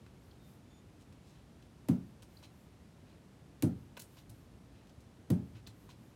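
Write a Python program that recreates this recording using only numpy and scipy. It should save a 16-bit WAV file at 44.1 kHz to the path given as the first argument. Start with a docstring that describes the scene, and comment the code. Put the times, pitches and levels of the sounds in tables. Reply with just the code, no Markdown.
"""A paved back yard, lacrosse wall-ball: three throws thud against a wooden wall, whose boards
slap, boom, ring and clatter, with echoes off the paving, house and shed. A third of a second
after each thud the rubber ball smacks into the stick's mesh pocket and rings its plastic head.
The stick rattles and rustles as it is cradled; faint birds and a far town rumble lie behind."""
import sys
import numpy as np
from scipy import signal
from scipy.fft import rfft, irfft
from scipy.io import wavfile
from scipy.ndimage import uniform_filter1d

SR = 44100
rng = np.random.default_rng(int(sys.argv[2]) if len(sys.argv) > 2 else 0)


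def put_to_file(sound):
    """Save the sound as 16-bit audio at rate SR, in the file named by the first command-line argument."""
    columns = np.atleast_2d(sound).T  # one column per channel
    safe = np.clip(columns, -1, 1)
    whole_steps = np.round(safe * 32767)
    wavfile.write(sys.argv[1], SR, whole_steps.astype(np.int16))


N = 271215
TIME = np.arange(N) / SR

# The ball hits the wall. Each row: crack start in seconds, crack level in dB, loss per slap in dB,
# clatter level in dB, thud start in seconds, thump level in dB, thump pitch in Hz, boom level in dB,
# boom rise in seconds, ring loss an octave off its centre in dB.
WALL_HITS = [(1.8860, -39, 3.5, -41, 1.888, -17.5, 251, -17, 0.0088, 4),
             (3.6242, -28, 7.5, -40.5, 3.6309, -23.5, 303, -19, 0.017, -0.5),
             (5.3023, -37, 1.5, -43, 5.2996, -18, 242, -16.5, 0.0087, 0.7)]
# The wall's ring. Each row: pitch in Hz, level in dB, time to fall 60 dB in seconds.
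WALL_MODES = [(78.9, -12.5, 0.76), (101.3, 3, 0.48), (129.7, -4.5, 0.49), (168.4, 15, 0.13),
              (183.4, -1, 0.35), (217, -9, 0.63), (238.5, 6, 0.2), (253.6, -14, 0.3), (272.7, -4, 0.37),
              (339.8, -5.5, 0.273), (361.4, -17.5, 0.22), (404, -12, 0.29), (496, -22.5, 0.21),
              (516.7, -19.5, 0.26), (598, -23, 0.28)]
# Slapback from paving, house and shed. Each row: delay in seconds, level in dB.
YARD_ECHOES = [(.0062, -14), (0.0339, -8.5), (0.0858, -19)]
# The ball lands in the pocket. Each row: start in seconds, mesh level in dB, mesh centre in Hz,
# mesh width in octaves, knock level in dB, knock centre in Hz, tug level in dB, tug pitch in Hz,
# settling time in seconds, settling level in dB.
POCKET_CATCHES = [(2.222, -57.5, 4200, 0.89, -54, 1700, -54, 222, 2.4275, -60.5),
                  (3.9679, -50, 2000, 0.85, -45.5, 950, -43.5, 543, 4.169, -62),
                  (5.666, -50, 3830, 0.2, -46, 2200, -45.5, 290, 5.891, -62.5)]
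# The plastic head's resonances. Each row: centre in Hz, width in Hz, boost in dB.
HEAD_RESONANCES = [(1025, 140, 8.5), (1480, 140, 5.5), (2570, 210, 5.5), (3040, 200, 3.5), (3990, 100, 6),
                   (4500, 120, -4)]
# Strings snap taut. Each row: start in seconds, level in dB.
STRING_SNAPS = [(3.9947, -43.5), (4.015, -46), (4.2945, -53.5)]
# The ball ticks on the head. Each row: start in seconds, level in dB, centre in Hz.
HEAD_TICKS = [(.063, -60, 1990), (1.125, -65, 3900), (1.624, -63, 3500), (4.871, -63, 2800),
              (4.8936, -61, 3500), (5.005, -61, 5470)]
# Soft bumps as the player moves. Each row: start in seconds, level in dB, seconds to fall 60 dB.
PLAYER_BUMPS = [(4.293, -51, 0.24), (5.545, -47, 0.22), (5.68, -47, 0.089)]
# Mesh and hands slide. Each row: peak time in seconds, level in dB, half length in seconds, centre in Hz.
GRIP_RUSTLES = [(1.016, -71, 0.012, 5000), (1.292, -72, 0.038, 4500), (5.569, -65.5, 0.016, 2300)]
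# Hiss swells twice per cradle. Each row: first peak in seconds, first level in dB, second level in dB.
CRADLE_SWELLS = [(.27, -78, -72.5), (2.37, -73, -76.5), (4.15, -71, -76), (5.82, -74, -77)]
# Bird notes. Each row: start in seconds, length in seconds, opening pitch in Hz, closing pitch in Hz,
# level in dB, waver depth in Hz.
BIRD_NOTES = [(.308, .014, 4590, 3800, -62.5, 500), (0.36, 0.15, 3690, 3620, -74, 60),
              (0.661, 0.15, 3500, 3590, -73.5, 60), (.68, 0.14, 6850, 6880, -75.5, 60),
              (2.368, 0.0093, 3900, 4900, -55, 120)]
# EQ curves for the noise layers. Each row: frequency in Hz, level in dB.
CRACK_EQ = [(300, -4), (1000, -5), (2500, 7), (4000, 2), (6500, -1), (9000, -0.5), (12000, 0),
            (16000, -8.5)]
CLATTER_EQ = [(50, -2), (90, -3.5), (300, 8), (500, 5), (750, -2), (1050, -8.5), (1800, -16), (4000, -24),
              (12000, -29.5)]
YARD_EQ = [(200, 5), (1500, -4.5), (4000, -1.5), (9000, 3), (16000, -6)]
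HISS_EQ = [(3000, -1.5), (6000, -4.5), (10000, -2.5), (13500, 1), (16000, -10)]
TOWN_EQ = [(25, -41), (50, -2), (115, -0.5), (190, -4), (280, -7), (400, -13.5), (740, -19.5),
           (1500, -26.5), (3500, -31.5), (6700, -36.5), (10000, -39), (14500, -46.5), (16000, -55)]

TICK_OCTAVES, TICK_DECAY_S, KNOCK_DECAY_S = 0.86, 0.0062, 0.0055


def wall_thuds(boom_hz=167, ring_db=-10.5):
    """Each hit drives a quick thump, a lower boom and a ring from the wall; all three echo back."""
    out = np.zeros(N)
    for *_, start, thump_db, thump_hz, boom_db, boom_rise_s, loss_db in WALL_HITS:
        add(out, start, from_db(thump_db) * board_swing(thump_hz, rise_s=0.0088))
        add(out, start, from_db(boom_db) * board_swing(boom_hz, boom_rise_s))
        add(out, start, from_db(boom_db + ring_db) * wall_ring(loss_db))
    echoes = sum(from_db(db) * np.interp(TIME - delay, TIME, out, left=0) for delay, db in YARD_ECHOES)
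    return out + echoes


def board_swing(hz, rise_s):
    """A board swings up, then hands its motion on to the rest of the wall."""
    t = TIME[:SR // 2]
    envelope = (t / rise_s * np.exp(1 - t / rise_s)) ** 2
    return -np.sin(2 * np.pi * hz * t) * envelope


def wall_ring(loss_db, centre_hz=234, spread_s=0.0079):
    """The ring blooms as the blow spreads; the spot struck drives some modes harder than others."""
    ring = np.zeros(SR // 2)
    for k, (hz, db, t60) in enumerate(WALL_MODES):
        polarity = -(-1) ** (k // 2)  # pairs of modes move in opposite directions
        drive = from_db(db - loss_db * np.log2(hz / centre_hz) ** 2)
        ring += polarity * drive * mode(hz, t60)
    return ring * (1 - np.exp(-TIME[:len(ring)] / spread_s))


def board_cracks(gap_s=0.0019, decay_s=0.00076, dulling_db=2.5):
    """The bright edge of each thud: boards slap together three times, each softer and duller."""
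    out = np.zeros(N)
    envelope = np.exp(-TIME[:SR // 20] / decay_s)
    for start, db, loss_db, *_ in WALL_HITS:
        for k in range(3):
            slap = burst(envelope, CRACK_EQ, tilt_db=3.5 - k * dulling_db, smooth_hz=1200)
            add(out, start + k * gap_s, from_db(db - k * loss_db) * slap)
    return out


def board_clatter(knock_db=0.5, knock_s=0.0042, wash_s=0.043, delay_s=0.00101):
    """The many small resonances of loose boards knock once and blur into a short wooden wash."""
    out, t = np.zeros(N), TIME[:SR // 2]
    envelope = np.exp(-t / wash_s) + from_db(knock_db) * np.exp(-t / knock_s)
    for start, _, _, db, *_ in WALL_HITS:
        add(out, start + delay_s, from_db(db) * burst(envelope, CLATTER_EQ, smooth_hz=151))
    return out


def catches(knock_delay_s=0.0048, tug_delay_s=0.0059, tug_cycles=10):
    """The ball brushes the mesh, bottoms out in the pocket and tugs it down with its weight."""
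    out = np.zeros(N)
    for (start, mesh_db, mesh_hz, mesh_octaves, knock_db, knock_hz,
         tug_db, tug_hz, settle_s, settle_db) in POCKET_CATCHES:
        add(out, start, contact(mesh_db, mesh_hz, mesh_octaves, decay_s=0.0075))
        add(out, start + knock_delay_s, contact(knock_db, knock_hz, octaves=1.9, decay_s=KNOCK_DECAY_S))
        add(out, start + tug_delay_s, from_db(tug_db) * mode(tug_hz, t60=tug_cycles / tug_hz))
        # it settles against the head: a bright tick over a soft knock
        add(out, settle_s, contact(settle_db + 2.5, hz=3500, octaves=TICK_OCTAVES, decay_s=TICK_DECAY_S))
        add(out, settle_s, contact(settle_db + 3, hz=620, octaves=TICK_OCTAVES, decay_s=KNOCK_DECAY_S))
    return out


def stick_rattle(string_hz=6900, slip_delay_s=0.0033, bump_hz=113):
    """Strings snap taut and slip, the ball ticks in the head, and the player's moves bump softly."""
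    out = np.zeros(N)
    for start, db in STRING_SNAPS:
        add(out, start, contact(db, string_hz, octaves=1, decay_s=0.0017))
        add(out, start + slip_delay_s, contact(db - 1, string_hz, octaves=1, decay_s=0.0067))
    for start, db, hz in HEAD_TICKS:
        add(out, start, contact(db, hz, TICK_OCTAVES, TICK_DECAY_S))
    for start, db, t60 in PLAYER_BUMPS:
        add(out, start, from_db(db) * mode(bump_hz, t60))
    return out


def mesh_rustle(swish_lead_s=0.52, swish_db=-75.5, swish_half_s=0.05, swish_hz=2500,
                roll_delay_s=0.018, roll_half_s=0.011, roll_hz=3330):
    """The mesh rubs as the stick swishes forward, as the settling ball rolls and as the grip shifts."""
    out, t = np.zeros(N), TIME[:SR // 5]
    middle_s = t.mean()
    swishes = [(hit_s - swish_lead_s, swish_db, swish_half_s, swish_hz) for hit_s, *_ in WALL_HITS]
    rolls = [(settle_s + roll_delay_s, db, roll_half_s, roll_hz) for *_, settle_s, db in POCKET_CATCHES]
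    for peak_s, db, half_s, hz in [*swishes, *rolls, *GRIP_RUSTLES]:
        rub = grains(hz, octaves=0.75, size=len(t))
        add(out, peak_s - middle_s, from_db(db) * rub * swell(t, middle_s, half_s))
    return out


def plastic_head(x, trim_db=-1.0):
    """The plastic head rings briefly with whatever happens in its strings."""
    rings = np.zeros(N)
    for hz, width_hz, boost_db in HEAD_RESONANCES:
        band = signal.lfilter(*signal.iirpeak(hz, hz / width_hz, fs=SR), x)
        rings += (from_db(boost_db) - 1) * band
    return from_db(trim_db) * (x + rings)


def birds():
    """Birds give short chips and thin, unsteady whistles."""
    out, t = np.zeros(N), TIME[:SR // 4]
    for start, length_s, from_hz, to_hz, db, waver_hz in BIRD_NOTES:
        waver = rms_one(uniform_filter1d(rng.standard_normal(len(t)), size=60))
        progress = np.minimum(t / length_s, 1)
        hz = from_hz + (to_hz - from_hz) * progress + waver_hz * waver
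        whistle = np.sin(2 * np.pi * np.cumsum(hz) / SR)
        add(out, start, from_db(db) * np.sin(np.pi * progress) * whistle)
    return out


def yard_reverb(x, wet_db, build_s, t60=0.15):
    """Fence, bench and bushes scatter a short tail behind the dry sound."""
    t = TIME[:SR // 2]
    build_up = 1 - np.exp(-(t / build_s) ** 2)
    tail = burst(build_up * from_db(-60 * t / t60), YARD_EQ)
    wet = signal.fftconvolve(x, tail / np.linalg.norm(tail))[:N]
    return x + from_db(wet_db) * wet


def hiss(rebound_delay_s=0.18, rebound_db=-79.5, gap_s=0.23):
    """A faint high hiss swells once as the ball flies back and twice as the stick is cradled."""
    swells = [(hit_s + rebound_delay_s, rebound_db) for hit_s, *_ in WALL_HITS]
    for peak_s, first_db, second_db in CRADLE_SWELLS:
        swells += [(peak_s, first_db), (peak_s + gap_s, second_db)]
    envelope = sum(from_db(db) * swell(TIME, peak_s, half_s=0.057) for peak_s, db in swells)
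    return envelope * noise(HISS_EQ)


def town_rumble(level_db=-57.5):
    """The far town lays a steady low bed under the yard."""
    return from_db(level_db) * noise(TOWN_EQ)


def contact(db, hz, octaves, decay_s, attack_s=0.00036):
    """A hit in the stick's head: grains with a snap attack and a quick decay."""
    t = TIME[:SR // 5]
    envelope = (1 - np.exp(-t / attack_s)) * np.exp(-t / decay_s)
    return from_db(db) * grains(hz, octaves, len(t)) * envelope


def grains(hz, octaves, size, uneven_db=3.5):
    """Friction texture: dense tiny slips of uneven strength in a broad resonance; rms one."""
    grit = np.repeat(rng.standard_normal(size // 32 + 1), 32)[:size]
    slips = rng.standard_normal(size) * from_db(uneven_db * grit)
    off_centre = np.log2((np.fft.rfftfreq(size, 1 / SR) + 1) / hz) / octaves
    return rms_one(irfft(rfft(slips) / np.sqrt(1 + off_centre ** 4), size))


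def burst(envelope, eq, tilt_db=0, smooth_hz=400):
    """A noise hit, flattened along frequency and then equalised; keeps the envelope's energy."""
    size = len(envelope)
    spectrum = rfft(rng.standard_normal(size) * envelope, 2 * size)
    local_power = uniform_filter1d(np.abs(spectrum) ** 2, size=int(2 * size * smooth_hz / SR) + 1)
    flat = spectrum / np.sqrt(local_power + 1e-12)
    shaped = irfft(flat * eq_gain(eq, 2 * size, tilt_db))[:size]
    return shaped * np.linalg.norm(envelope) / np.linalg.norm(shaped)


def noise(eq):
    """A steady bed of equalised noise; rms one."""
    return rms_one(irfft(rfft(rng.standard_normal(N)) * eq_gain(eq, N), N))


def eq_gain(eq, size, tilt_db=0):
    """An EQ curve as a gain for each frequency bin, tilted in dB per octave."""
    octave = np.log2(np.fft.rfftfreq(size, 1 / SR) + 1)
    hz, db = np.transpose(eq)
    return from_db(np.interp(octave, np.log2(hz), db) + tilt_db * octave)


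def mode(hz, t60):
    """Half a second of a decaying sine."""
    t = TIME[:SR // 2]
    return np.sin(2 * np.pi * hz * t) * from_db(-60 * t / t60)


def swell(t, peak_s, half_s):
    """A bell-shaped fade in and out; peak one."""
    return np.exp(-((t - peak_s) / half_s) ** 2 / 2)


def from_db(db):
    """Decibels to gain."""
    return 10 ** (np.asarray(db) / 20)


def rms_one(x):
    """Scale to an rms of one."""
    return x / np.sqrt(np.mean(x ** 2) + 1e-20)


def add(out, start_s, sound):
    """Mix a sound in on its cue."""
    start = max(0, round(start_s * SR))
    out[start:start + len(sound)] += sound[:N - start]


def scene():
    """The mono mix: the wall, the player's stick and the surroundings."""
    cracks = yard_reverb(board_cracks(), wet_db=-7.0, build_s=0.0022)
    stick = plastic_head(catches() + stick_rattle() + mesh_rustle())
    stick_and_birds = yard_reverb(stick + birds(), wet_db=-9.0, build_s=0.0095)
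    wall = wall_thuds() + board_clatter() + cracks
    return (wall + stick_and_birds + town_rumble() + hiss())[None]


def record(dry):
    """The microphone drops the deepest bass; a steep high cut takes off the very top."""
    low_cut = signal.butter(10, 47, "high", fs=SR, output="sos")
    high_cut = signal.ellip(10, .1, 70, 16400, fs=SR, output="sos")
    return signal.sosfilt(high_cut, signal.sosfilt(low_cut, dry))


dry = scene()
out = record(dry)
put_to_file(out)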